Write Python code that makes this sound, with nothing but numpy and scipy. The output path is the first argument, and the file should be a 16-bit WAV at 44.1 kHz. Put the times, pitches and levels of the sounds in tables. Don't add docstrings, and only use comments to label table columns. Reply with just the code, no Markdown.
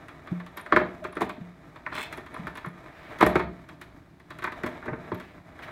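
import sys
import numpy as np
from scipy import signal
from scipy.fft import rfft, irfft, next_fast_len
from scipy.io import wavfile
from scipy.ndimage import uniform_filter1d

SR = 44100
rng = np.random.default_rng(int(sys.argv[2]) if len(sys.argv) > 2 else 0)


def to_wav(s):
    ch = np.atleast_2d(s).T
    pcm = np.round(np.clip(ch, -1, 1) * 32767)
    wavfile.write(sys.argv[1], SR, pcm.astype(np.int16))


N = 251811
T = np.arange(N) / SR

# (low edge [Hz], high edge [Hz])
RANGES = [(45, 200), (200, 800), (800, 2600), (2600, 5000), (5000, 16000)]
# (pitch [Hz], level
# [dB], time to fade by 60 dB [s])
CASE_TONES = [(68.5, -16.5, 0.91), (178.3, -9.5, 0.54), (246.8, 1, 0.12), (309.6, 4.5, 0.11),
              (355.3, 11.5, 0.077), (447.6, 1.5, 0.11), (614.6, 3, 0.16), (683.6, -13, 0.51),
              (792.4, -9, 0.14), (910, -7, 0.23), (1020, 2.5, 0.096), (1131, 2, 0.099), (1219, -5, 0.21),
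              (1330, -9, 0.22), (1554, 0, 0.074), (1660, -15.5, 0.39), (1777, -3, 0.14), (1862, -6, 0.17),
              (1980, 3, 0.03), (2177, -9.5, 0.096), (2243, -14.5, 0.079), (2400, -14.5, 0.2),
              (2916, -43, 0.12), (3332, -12.5, 0.075), (3574, -8.5, 0.024), (3680, -34, 0.3),
              (3920, -52, 0.22)]
# (pitch [Hz], level [dB])
CASE_COLOUR = [(30, -12), (62, -4), (120, 0.5), (240, 5.5), (390, -24.5), (530, 3), (690, -5.5),
               (1200, 2.5), (2100, -3), (2900, -19), (3900, -17.5), (4800, -28.5), (10200, -30.5),
               (16000, -37)]


def undb(db):
    return 10 ** (np.asarray(db) / 20)


def unit(x):
    return x / np.sqrt(np.mean(x ** 2))


def unit_attack(x):
    return x / np.sqrt(np.mean(x[:int(.025 * SR)] ** 2))


def fade(t, t60):
    return np.exp(-np.log(1000) * t / t60)


def band(x, edges_hz):
    return signal.sosfilt(signal.butter(N=3, Wn=edges_hz, btype="band", fs=SR, output="sos"), x)


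def resonate(x, hz, width_hz):
    return signal.lfilter(*signal.iirpeak(hz, hz / width_hz, fs=SR), x)


def colour(x, points):
    hz, db = np.transpose(points)
    size = next_fast_len(len(x))
    pitches = np.maximum(np.fft.rfftfreq(size, 1 / SR), 1)
    gain = undb(np.interp(np.log(pitches), np.log(hz), db))
    return irfft(rfft(x, size) * gain, size)[:len(x)]


def noise(points, size=N):
    return unit(colour(rng.standard_normal(size), points))


def wander(rate):
    step = int(SR / rate)
    stairs = np.repeat(rng.standard_normal(N // step + 1), step)
    return unit(uniform_filter1d(stairs, step)[:N])


def slips(rate, spread_db):
    clicks = (rng.random(N) < rate / SR) * rng.choice([-1, 1], N)
    return clicks * undb(spread_db * np.clip(rng.standard_normal(N), -2, 2))


def stroke(start, rise_s, hold_s, fall_s, db):
    swell = np.clip((T - start) / rise_s, 0, 1)
    since_hold = np.maximum(T - start - rise_s - hold_s, 0)
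    return undb(db) * swell * undb(-20 * since_hold / fall_s)


def add(out, at, sound):
    i = max(int(at * SR), 0)
    out[i:i + len(sound)] += sound[:N - i]


def still_air(db=-57):
    # (pitch [Hz], level [dB])
    air_colour = [(30, -18), (68, 0), (95, -11), (160, -1), (210, -8), (265, -4), (500, -19), (680, -14),
                  (1000, -19), (1500, -19), (3000, -32), (4000, -31), (5500, -39), (15000, -47)]
    return undb(db) * noise(air_colour)


def rub_and_rattle(usual_db=-52, hollow_db=-4, hiss_db=-72.5, rumble_db=-52.5):
    # (time [s], level [dB])
    chatter_levels = [(0.0, -51.5), (0.54, -51), (0.78, -44), (1.19, -60.5), (1.37, -50), (1.57, -54.5),
                      (1.8, -54.5), (2.02, -50), (2.26, -52.5), (2.54, -50), (2.69, -52), (2.96, -48.5),
                      (3.29, -41.5), (3.36, -45), (3.47, -53.5), (3.93, -61), (4.26, -64), (4.36, -54),
                      (4.5, -55), (4.61, -46), (5.17, -48.5), (5.31, -52), (5.53, -52), (5.71, -42)]
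    # (pitch [Hz], level [dB])
    chatter_colour = [(200, -1), (350, 2.5), (520, 8), (650, 11), (850, 5), (1250, 6), (2200, 2),
                      (2900, -8), (4000, -9), (5200, -68), (9000, -56)]
    hiss_colour = [(2500, 3), (5000, 7), (9000, 0), (10500, -4.5), (13000, -0.5), (16000, -24)]
    rumble_colour = [(30, -14), (65, 0.5), (95, 1), (160, 2), (215, -11), (270, 1.5), (350, -3), (500, -22),
                     (1000, -49)]
    grip = undb(2.4 * wander(rate=20) + 1.1 * wander(rate=110) - 1)
    friction = unit(slips(rate=600, spread_db=4.5)) + rng.standard_normal(N)
    hollow = unit(sum(resonate(friction, hz, width_hz=40) for hz, _, _ in CASE_TONES))
    chatter_db = np.interp(T, *np.transpose(chatter_levels))
    chatter = undb(chatter_db) * unit(colour(unit(friction) + undb(hollow_db) * hollow, chatter_colour))
    above_usual_db = chatter_db - usual_db
    hiss = undb(hiss_db + .65 * above_usual_db) * noise(hiss_colour)
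    rumble = undb(rumble_db + .17 * above_usual_db) * noise(rumble_colour)
    return grip * (chatter + hiss + rumble)


def scuff(levels_db, hardness, gain_db=-6, swell_t60=0.041):
    time_left = np.arange(int(.03 * SR), 0, -1) / SR
    friction = noise(CASE_COLOUR, size=len(time_left))
    slide = sum(undb(db) * unit(band(friction, edges)) for edges, db in zip(RANGES[1:], levels_db[1:]))
    softness = (1 - np.clip(hardness, 0, 1)) ** 2
    swell = fade(time_left, swell_t60) * np.minimum(time_left / .001, 1)
    return undb(gain_db) * softness * slide * swell


def flex(t, hz, start_ratio=1.605, end_ratio=0.74, glide_s=0.001915, swell_s=0.0016):
    glide = (start_ratio - end_ratio) * glide_s * (1 - np.exp(-t / glide_s))
    cycles = hz * (end_ratio * t + glide)
    return np.sin(2 * np.pi * cycles) * t / swell_s * np.exp(-t / swell_s)


def case_ring(t):
    hz, db, t60 = np.transpose(CASE_TONES)[:, :, None]
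    detune, spot, phase = rng.standard_normal((3, len(CASE_TONES), 1))
    tones = np.sin(2 * np.pi * (hz * (1 + .009 * detune) * t + phase))
    return unit_attack(np.sum(undb(db + 3 * spot) * tones * fade(t, t60), axis=0))


def hit(levels_db, hz, hardness, shake_db=-4, shake_t60s=(.22, .1, .09, .09, .08), rise_s=0.0021,
        crack_db=-3, crack_t60=0.046, box_hz=370, box_db=-3, box_s=0.0013):
    t = np.arange(SR // 2) / SR
    hardness = np.clip(hardness, .03, .95)
    ring = case_ring(t)
    shake = noise(CASE_COLOUR, size=len(t))
    crack = unit_attack(noise(CASE_COLOUR, size=len(t)) * fade(t, crack_t60))
    box = unit_attack(np.sin(2 * np.pi * box_hz * t) * t * np.exp(-t / box_s))
    click = unit_attack(flex(t, hz)) + undb(box_db) * box + 0.24 * crack
    rise = 1 - np.exp(-t / rise_s)
    out = 0
    for edges, db, t60 in zip(RANGES, levels_db, shake_t60s):
        tail = unit_attack(undb(shake_db) * unit_attack(shake * fade(t, t60)) + ring) * rise
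        onset = undb(crack_db) * crack if edges == RANGES[-1] else np.sqrt(hardness) * click
        out = out + undb(db) * unit_attack(band(onset + np.sqrt(1 - hardness) * tail, edges))
    return out


def contacts(rows, snap_db, thud_db=-16, lands_s=3.2, landed_boost_db=5.5):
    out = np.zeros(N)
    for at, clack_db, body_db, treble_db, hz, hardness in rows:
        low_db = body_db + thud_db + landed_boost_db * (at > lands_s)
        levels_db = clack_db + np.array([low_db, body_db, 0, snap_db + .35 * treble_db, treble_db])
        slide = scuff(levels_db, hardness)
        add(out, at + .002 - len(slide) / SR, slide)
        add(out, at, hit(levels_db, hz, hardness))
    return out


def ticks(body_db=-7, flex_hz=1492, hardness=0.04):
    # (time [s], clack level [dB], treble above clack [dB])
    taps = [(0.083, -46.5, -19.5), (0.273, -45, -27), (0.399, -44, -30), (0.464, -48.5, -18),
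            (0.572, -39.5, -17), (0.595, -44.5, -28), (1.041, -42.5, -17.5), (1.126, -49, -24),
            (1.153, -50, -22), (1.294, -38, -20.5), (1.759, -46.5, -28), (1.922, -37, -44),
            (1.952, -39, -16), (1.976, -35.5, -36), (1.994, -38.5, -28), (2.126, -39.5, -15.5),
            (2.262, -47, -22), (2.342, -42, -26), (2.554, -44, -20), (2.573, -40.5, -19),
            (3.186, -45.5, -14), (3.689, -47.5, -18), (3.814, -45, -14), (4.198, -57, -18),
            (4.305, -42, -22), (4.387, -44, -19), (4.422, -38, -26), (4.521, -41, -23), (4.825, -44, -53),
            (5.145, -48, -19), (5.199, -45.5, -17.5), (5.59, -46.5, -26)]
    rows = [(at, db, body_db, treble_db, flex_hz, hardness) for at, db, treble_db in taps]
    return contacts(rows, snap_db=-2)


def bumps(panel_hz=176, panel_t60=0.34, swell_s=0.027, push_cycles=1.25):
    # (time [s], level [dB], pitch of the push [Hz], drumming above push [dB])
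    pushes = [(0.315, -21.5, 174, 3.5), (0.324, -27.5, 291, -21), (1.38, -34, 254, 3), (1.411, -29, 179, 4),
              (2.393, -30, 191, 1.5), (2.442, -32, 173, -4), (2.668, -28.5, 159, -3.5),
              (4.636, -29, 201, -19), (4.918, -29.5, 143, -6), (5.127, -32, 106, -16)]
    out, t = np.zeros(N), np.arange(SR // 2) / SR
    drum = -np.sin(2 * np.pi * panel_hz * t) * fade(t, panel_t60) * (1 - np.exp(-t / swell_s)) ** 2
    for at, db, hz, drum_db in pushes:
        push_s = push_cycles / hz
        push = -np.sin(2 * np.pi * hz * t) * (t / push_s * np.exp(1 - t / push_s)) ** 2
        add(out, at, undb(db) * (push + undb(drum_db) * drum))
    return out


def pings(gain_db=-3, width_hz=700, t60=0.022):
    # (time [s], peak before gain_db [dB], pitch [Hz])
    bright_taps = [(0.5705, -34, 11700), (0.612, -42, 9400), (1.1253, -45, 10000), (1.1548, -47, 9600),
                   (2.171, -44, 10900), (2.341, -44, 10600), (2.552, -46, 10800), (2.6594, -47, 11500),
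                   (2.686, -48.5, 10800), (3.263, -27.5, 11700), (5.1457, -43, 12100)]
    out, t = np.zeros(N), np.arange(SR // 8) / SR
    for at, db, hz in bright_taps:
        burst = rng.standard_normal(len(t)) * fade(t, t60)
        ring = resonate(resonate(burst, hz, width_hz), hz, 2 * width_hz)
        add(out, at, undb(db + gain_db) * ring / np.abs(ring).max())
    return out


def knocks():
    # (time [s], clack level [dB], body above clack [dB], treble above clack [dB],
    #  pitch the flex sweeps through [Hz], hardness [0-1])
    stand_hits = [(0.662, -41.5, -8, -27, 1550, 0.18), (0.7233, -17, -4, -43.5, 1214, 0.37),
                  (0.7625, -17, -4.5, -37, 1500, 0.17), (0.771, -26.5, 2.5, -37, 1130, .7),
                  (0.815, -39, 10, -44, 1025, 0.3), (1.0486, -34, -1.5, -42, 1294, 0.25),
                  (1.168, -34, 1, -32, 1360, 0.06), (1.208, -32, 3, -23, 676, 0),
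                  (1.2165, -29, 5, -21, 876, 0.24), (1.8636, -32.5, -19, -38.5, 1760, 0.17),
                  (2.175, -42, 1.5, -19, 1380, 0), (2.364, -40, -20, -46, 1220, 0.4),
                  (2.4693, -35, -5.5, -26, 1370, 0.23), (2.6457, -37.5, -11, -45, 1300, 0.16),
                  (2.66, -43, -2.5, -23, 820, .2), (3.2091, -18.5, -5.5, -27.5, 1230, 0.03),
                  (3.2257, -18, 3.5, -27.5, 820, 0.31), (3.2643, -26.5, 3.5, -18.5, 1380, 0.4),
                  (3.3552, -23, 4.5, -29.5, 1240, 0.07), (3.395, -30, -14, -32, 1060, 0.1),
                  (4.4412, -28.5, -11, -25.5, 1300, 0.05), (4.473, -32.5, -9, -54, 1170, 0.07),
                  (4.6348, -33.5, 3, -25, 1410, .08), (4.662, -35, -0.5, -19.5, 1250, 0),
                  (4.858, -43, 4, -23.5, 1040, 0), (4.88, -35, 2.5, -57, 1220, 0.03),
                  (4.93, -39, 5, -51, 1410, 0), (5.117, -34.5, 5, -44, 1170, 0.21)]
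    return contacts(stand_hits, snap_db=-5)


def squeak(at=1.018, length_s=.028, hz=620, db=-35, sag=0.14):
    out, progress = np.zeros(N), np.linspace(0, 1, int(length_s * SR))
    pitch = hz * (1 - sag * (progress - .5))
    hoot = np.sin(2 * np.pi * np.cumsum(pitch) / SR)
    add(out, at, undb(db) * np.sin(np.pi * progress) * hoot)
    return out


def scrape(start=1.912, rise_s=.04, hold_s=.082, rasp_db=-38, grit_db=-48, grit_db_per_s=110):
    # (pitch [Hz], width [Hz], level [dB])
    panel_tones = [(896, 54, 0.5), (1130, 84, -27), (1500, 140, -22), (2210, 93, -6), (2600, 190, -4.5),
                   (3140, 180, -7), (3440, 140, -4), (4060, 64, -4), (5000, 110, -11)]
    # (pitch [Hz], level [dB])
    rasp_colour = [(200, -31), (600, -12), (1100, 4), (2200, 7), (3000, -5), (4100, -17), (5000, -7),
                   (7000, -45)]
    grit_colour = [(3500, -29), (5500, -9), (8200, 6), (10400, -6), (12000, -5), (16000, -7)]
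    friction = unit(slips(rate=1000, spread_db=4.5)) + .4 * rng.standard_normal(N)
    ringing = unit(sum(undb(db) * resonate(friction, hz, width) for hz, width, db in panel_tones))
    rasp = unit(band(ringing, (500, 5000)) + undb(-2) * unit(colour(friction, rasp_colour)))
    grit = unit(colour(friction + .5 * rng.standard_normal(N), grit_colour))
    digging_db = grit_db + grit_db_per_s * np.minimum(T - start - rise_s - hold_s, 0)
    rasp *= stroke(start, rise_s, hold_s, fall_s=.058, db=rasp_db)
    grit *= stroke(start, rise_s, hold_s, fall_s=.013, db=digging_db)
    chatter = undb(2 * wander(rate=200))
    return chatter * (rasp + grit)


def swishes():
    # (start [s], rise [s], hold [s], time to fall by 20 dB [s], level [dB])
    arm_moves = [(2.84, 0.2, 0.11, 0.057, -53.5), (5.137, 0.043, 0.11, 0.14, -56.5),
                 (5.619, 0.0087, 0.0086, 0.06, -42)]
    # (pitch [Hz], level [dB])
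    sleeve_colour = [(700, -1), (1900, 14.5), (4000, -2), (6500, -15), (10000, -19), (16000, -18)]
    return sum(stroke(*move) for move in arm_moves) * noise(sleeve_colour)


def room(x, first_wall_s=0.016, build_s=0.0055):
    # (time to fade by 60 dB [s], level [dB])
    echoes = [(1, -7.5), (0.37, -8.5), (0.32, -12.5), (0.33, -9), (0.12, -12)]
    t = np.arange(SR) / SR
    onset = 1 - np.exp(-np.maximum(t - first_wall_s, 0) / build_s)
    tail = 0
    for edges, (t60, db) in zip(RANGES, echoes):
        shape = onset * fade(t, t60)
        echo = rng.standard_normal(len(t)) * shape / np.linalg.norm(shape)
        tail = tail + undb(db) * band(echo, edges)
    return x + signal.fftconvolve(x, tail)[:N]


def scene():
    background = rub_and_rattle() + swishes() + still_air()
    sharp = room(knocks() + pings() + scrape() + squeak() + ticks())
    return (sharp + bumps() + background)[None]


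def record(dry, ceiling=1.5, top_hz=15900):
    rounded = ceiling * np.tanh(dry / ceiling)
    return signal.sosfilt(signal.ellip(10, .2, 80, top_hz, fs=SR, output="sos"), rounded)


dry = scene()
out = record(dry)
to_wav(out)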